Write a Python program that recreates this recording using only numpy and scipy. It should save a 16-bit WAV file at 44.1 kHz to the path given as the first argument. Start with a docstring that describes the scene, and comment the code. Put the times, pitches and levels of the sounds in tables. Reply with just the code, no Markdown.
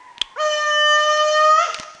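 """An indri wails in a rain forest

An indri (a large lemur) gives one horn-like wail: it scoops up, holds its note, lifts and breaks off.
The trees scatter it into a long tail, and the calls of far indris linger over a soft forest hush.
A hand-held camera clicks and knocks a few times, and near the end fingers rub its casing."""
import sys
import numpy as np
from scipy import signal
from scipy.fft import rfft, irfft
from scipy.io import wavfile

SR = 44100
rng = np.random.default_rng(int(sys.argv[2]) if len(sys.argv) > 2 else 0)


def file_out(sig):
    """Save sig as 16-bit WAV at sys.argv[1]."""
    # one column per channel
    cols = np.atleast_2d(sig).T
    # limit, then scale
    lim = np.clip(cols, -1, 1)
    pcm = np.round(lim * 32767).astype(np.int16)
    wavfile.write(sys.argv[1], SR, pcm)


N = 88200
T = np.arange(N) / SR


def amp(db):
    """Turns decibels into a number to multiply by."""
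    return 10 ** (np.asarray(db) / 20)


def unit(x):
    """Scales a signal to an average size (rms) of 1."""
    return x / np.sqrt(np.mean(abs(x) ** 2) + 1e-20)


def curve(points):
    """Joins (time [s], value) points by straight lines."""
    return np.interp(T, *np.transpose(points))


def spectrum(points, hz):
    """Reads between (frequency [Hz], value) points, with octaves evenly spaced."""
    f, value = np.transpose(points)
    return np.interp(np.log(hz + 1), np.log(f + 1), value)


def coloured(x, points):
    """Turns each frequency up or down as the points say, then scales to size 1."""
    gain = amp(spectrum(points, np.fft.rfftfreq(N, 1 / SR)))
    return unit(irfft(rfft(x) * gain, N))


def noise(points):
    """Noise of size 1 with the given colour (its balance of low and high)."""
    return coloured(rng.standard_normal(N), points)


def drift(rate_hz):
    """Random wandering of size 1, mostly slower than the given rate."""
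    smoothing = 1 + (np.fft.rfftfreq(N, 1 / SR) / rate_hz) ** 2
    return unit(irfft(rfft(rng.standard_normal(N)) / smoothing, N))


def swell(start, rise):
    """Rises to 1 in the given time and dies away."""
    progress = np.maximum(T - start, 0) / rise
    return progress * np.exp(1 - progress)


def hush():
    """The soft, steady noise of the forest."""
    # colour of the hush (frequency [Hz], relative level [dB])
    colour = [(20, -4.5), (60, -13), (150, -6.5), (400, -4.5), (900, 2), (1300, -5), (1900, 2.5),
              (2500, -5), (4000, -12.5), (6300, -15), (8000, -18), (10000, -21.5)]
    return amp(-52.5) * noise(colour)


def far_calls():
    """Notes of distant indris, each with a weaker octave above, blurred by the trees."""
    # fading calls (start [s], pitch [Hz], level [dB], time to fade by 60 dB [s])
    calls = [(0, 998.7, -41.5, 0.81), (0, 862.8, -54, 3.7), (.07, 943.6, -48, 4.8),
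             (.21, 1068, -43.5, 0.75), (.24, 1136, -55.5, 0.55), (.55, 902, -47.5, 1.5)]
    blur_hz, octave_db, rise_s = 16, -11.5, 0.0085
    out = np.zeros(N)
    for start, hz, db, fade_s in calls:
        age = np.maximum(T - start, 0)
        fade = np.minimum(age / rise_s, 1) * amp(-60 * age / fade_s)
        for k, gain in ((1, 1), (2, amp(octave_db))):
            blur = drift(k * blur_hz) + 1j * drift(k * blur_hz)  # wavers in level and pitch
            note = (blur * np.exp(2j * np.pi * k * hz * T)).real
            out += amp(db) * gain * fade * note
    return out


def clicks():
    """Each camera click is a short ring of the casing, a dry crack, a faint buzz and a low knock."""
    # clicks (start [s], ring level [dB], ring pitch [Hz], ring rise [s], crack [dB], knock [dB])
    hits = [(0.1812, -22, 3330, 0.00019, -32.5, -45.5), (0.2147, -4.5, 3225, 0.00039, -20, -42),
            (0.2167, -7.5, 3353, 0.00099, -14.5, -33), (1.1746, -37, 3794, 0.000343, -27.5, -51.5),
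            (1.7443, -26, 2890, 0.0003835, -16, -57), (1.748, -17.5, 2555, .0004, -27, -49.5),
            (1.7878, -18.5, 3000, 0.0002, -31.5, -42.5), (1.7986, -22, 4468, 0.000186, -20, -28.5),
            (1.9495, -37, 2966, 0.000315, -36.5, -44)]
    # colours of the crack and the buzz (frequency [Hz], relative level [dB])
    crack_colour = [(20, -41), (60, -22.5), (200, -20), (1200, -5), (2400, 2.5), (4500, 1), (6000, -5.5),
                    (8000, -8.5), (10000, -18)]
    buzz_colour = [(100, -40.5), (1800, -11.5), (2500, -3), (3050, 0.5), (3700, -9), (4500, -16.5),
                   (10000, -31)]
    crack_fade_s, buzz_fade_s, buzz_vs_ring_db = 0.001435, 0.032, -35.5
    knock_hz, knock_rise_s = 248, 0.00111
    out = np.zeros(N)
    for start, ring_db, ring_hz, ring_rise_s, crack_db, knock_db in hits:
        age = np.maximum(T - start, 0)
        ring = amp(ring_db) * swell(start, ring_rise_s) * np.sin(2 * np.pi * ring_hz * age)
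        crack = amp(crack_db) * np.exp(-age / crack_fade_s) * noise(crack_colour)
        buzz = amp(ring_db + buzz_vs_ring_db) * np.exp(-age / buzz_fade_s) * noise(buzz_colour)
        knock = amp(knock_db) * swell(start, knock_rise_s) * np.sin(2 * np.pi * knock_hz * age)
        out += (T >= start) * (ring + crack + buzz + knock)
    return out


def forest_echoes(sound):
    """Near trunks send back a short burst of echoes; the trees beyond add a long tail."""
    # length of the tail (frequency [Hz], time to fade by 60 dB [s])
    fade_times = [(300, .9), (600, 1.48), (1250, 1.0), (2500, 1.0), (6000, 1.5), (10000, 0.01)]
    # colour of the echoes (frequency [Hz], gain [dB])
    colour = [(150, -19), (600, -14.5), (1250, -8.5), (1900, -8), (2700, -6), (4000, -5.5), (7000, -4.5)]
    near_db, near_span_s, build_up_s = -2, 0.127, 0.034
    # noise, split into frequency bands and faded, stands for the echoes of one sharp tap
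    hz, t, bands = signal.stft(rng.standard_normal(N), SR, nperseg=256)
    near = amp(near_db) * np.exp(-(t / near_span_s) ** 4)
    beyond = amp(-60 * t / spectrum(fade_times, hz)[:, None])
    faded = bands * (near + beyond)
    tinted = faded * amp(spectrum(colour, hz))[:, None]
    _, waves = signal.istft(np.array([faded, tinted]), SR, nperseg=256)
    plain, echoes = waves[:, :N] * np.minimum(T / build_up_s, 1)
    return signal.fftconvolve(sound, echoes / np.linalg.norm(plain))[:N]


def bumps():
    """The hand nudges the camera: a cycle or two of deep rumble."""
    # nudges (start [s], level [dB])
    nudges = [(.21, -44), (1.09, -53), (1.409, -54), (1.485, -57), (1.56, -58), (1.785, -64)]
    pitch_hz, rise_s = 30, 0.014
    return sum(amp(db) * swell(start, rise_s) * np.sin(2 * np.pi * pitch_hz * (T - start))
               for start, db in nudges)


def wail():
    """The voice is a stack of harmonics (multiples of one pitch) plus air rushing through the throat."""
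    # tune of the wail (time [s], pitch [Hz])
    pitch = [(.345, 462), (.37, 475.7), (.381, 564.9), (.392, 612.7), (.44, 612.6), (.55, 602.6),
             (.72, 600.2), (.9, 600.6), (1.1, 605.7), (1.32, 610.5), (1.5, 618.9), (1.56, 628.3),
             (1.59, 649.1), (1.615, 690.2), (1.645, 703.8), (1.66, 642.2), (1.685, 471.9)]
    # hoarseness as the voice starts and breaks (time [s], extra pitch shake [share of the pitch])
    hoarseness = [(.35, .025), (.39, .018), (.42, 0.00297), (.6, 0.00125), (.72, 0.00017), (1.35, 0),
                  (1.55, .002), (1.6, 0.0067), (1.65, 0.0204), (1.68, 0.0686)]
    # each main harmonic swells and fades as the wail is heard through the trees (time [s], level [dB])
    first = [(.39, -25), (.46, -20.5), (.62, -26.5), (.8, -22), (1.08, -20), (1.17, -24), (1.26, -20),
             (1.46, -20.5), (1.56, -25), (1.63, -24.5)]
    second = [(.41, -22), (.58, -30), (.67, -24.5), (.8, -28.5), (.92, -21), (1.05, -23), (1.1, -15),
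              (1.22, -17.5), (1.265, -33), (1.29, -36), (1.32, -25), (1.41, -17), (1.51, -10.5),
              (1.6, -16.5), (1.64, -26)]
    third = [(.35, -5.5), (.38, -31.5), (.42, -31), (.49, -31.5), (.62, -26), (.98, -22), (1.2, -27),
             (1.29, -34.5), (1.39, -22.5), (1.5, -30.5), (1.63, -30.5)]
    fourth = [(.355, -51.5), (.375, -31.5), (.42, -47.5), (.52, -37.5), (.65, -47.5), (.92, -48.5),
              (1.15, -41.5), (1.25, -34), (1.35, -49), (1.42, -35.5), (1.54, -42), (1.63, -31)]
    fifth = [(.36, -56.5), (.405, -29.5), (.46, -43.5), (.53, -23), (.62, -46), (.74, -27), (.85, -26.5),
             (.98, -31), (1.12, -25.5), (1.24, -37), (1.32, -29), (1.45, -37), (1.63, -38)]
    seventh = [(.375, -55.5), (.405, -41.5), (.6, -46), (.86, -56), (1, -44.5), (1.2, -42.5), (1.36, -37.5),
               (1.5, -41.5), (1.63, -45)]
    # the weaker, brassy harmonics (frequency [Hz], level [dB])
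    brass_colour = [(3600, -51.5), (4800, -47.5), (5400, -45.5), (6000, -42.5), (6650, -46), (7250, -53.5),
                    (7900, -65), (9600, -77), (11000, -81)]
    # their shared rise and fall (time [s], gain [dB])
    brass_gain = [(.36, -32.5), (.42, 0), (.58, 1), (.78, -2), (1.05, 0.5), (1.4, -0.5), (1.55, -1.5),
                  (1.63, -2)]
    # colour of the rushing air (frequency [Hz], relative level [dB])
    air_colour = [(100, -48.5), (330, -29.5), (450, -6), (600, -3), (950, 1), (1300, -0.5), (1850, 3.5),
                  (2250, -12.5), (2600, -4.5), (3050, 1), (3700, -5.5), (4200, -14.5), (4900, -3.5),
                  (5800, -1.5), (6800, -3), (7600, -22.5), (10000, -30.5)]
    # strength of that air (time [s], level [dB])
    air_level = [(.37, -41), (.55, -45), (.78, -43.5), (1.1, -42.5), (1.45, -42), (1.58, -45.5),
                 (1.66, -26.5)]
    shake_share, shake_hz, flicker_depth, flicker_hz = 0.000883, 156, 0.56, 6.3
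    start_s, scoop_s, scoop_db = 0.35916, 0.0476, -17
    break_s, break_db_per_s = 1.6261, 276.5

    hz = curve(pitch) * (1 + (shake_share + curve(hoarseness)) * drift(shake_hz))
    phase = 2 * np.pi * np.cumsum(hz) / SR
    main = {1: first, 2: second, 3: third, 4: fourth, 5: fifth, 7: seventh}
    voice = amp(curve(air_level)) * noise(air_colour)
    for k in range(1, 17):
        if k in main:
            level = amp(curve(main[k]))
        else:
            flicker = 1 + flicker_depth * drift(flicker_hz)
            level = amp(spectrum(brass_colour, k * hz) + curve(brass_gain)) * flicker
        voice += np.sqrt(2) * level * np.sin(k * phase + 2 * np.pi * rng.random())
    # a quick fade at each end turns all the levels above down to silence
    opening = np.clip((T - start_s) / scoop_s, 0, 1)
    fade_in = np.minimum(opening * 10, 1) * amp(scoop_db * (1 - opening))
    fade_out = amp(-break_db_per_s * np.maximum(T - break_s, 0))
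    return fade_in * fade_out * voice


def finger_rub():
    """As the grip shifts, fingers rub the casing in many tiny slips of uneven size."""
    # strength of the rubbing (time [s], level [dB])
    level = [(1.6, -67), (1.68, -43.5), (1.77, -40.5), (1.83, -39), (1.9, -48.5), (2, -53.5)]
    # colour of the slips (frequency [Hz], relative level [dB])
    colour = [(30, -44.5), (120, -24.5), (300, -8), (900, 5), (1800, 6), (2800, 1), (4000, -2), (6300, 0.5),
              (7500, -15), (10000, -22.5)]
    slips_per_s, spread_db = 3000, 5.5
    slips = (rng.random(N) < slips_per_s / SR) * rng.choice([-1, 1], N)
    sizes = amp(spread_db * np.minimum(rng.exponential(1, N), 4))
    return amp(curve(level)) * coloured(slips * sizes, colour)


def scene():
    """Mixes everything into one channel; the wail and, faintly, the clicks echo among the trees."""
    voice, ticks = wail(), clicks()
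    echoes = forest_echoes(voice + amp(-25) * ticks)
    return (voice + ticks + echoes + far_calls() + finger_rub() + bumps() + hush())[None]


def record(dry):
    """A limiter holds down the loudest swells, then a filter cuts the highest treble."""
    limit_db, averaging_s, cutoff_hz = -12.5, 0.02, 9950
    memory = np.exp(-1 / (averaging_s * SR))
    power = signal.lfilter([1 - memory], [1, -memory], dry ** 2)
    level = np.sqrt(power + 1e-12)
    held = dry / np.maximum(level / amp(limit_db), 1)
    treble_cut = signal.firwin(801, cutoff_hz, window=("kaiser", 9), fs=SR)
    return signal.oaconvolve(held, treble_cut[None], "same")


dry = scene()
out = record(dry)
file_out(out)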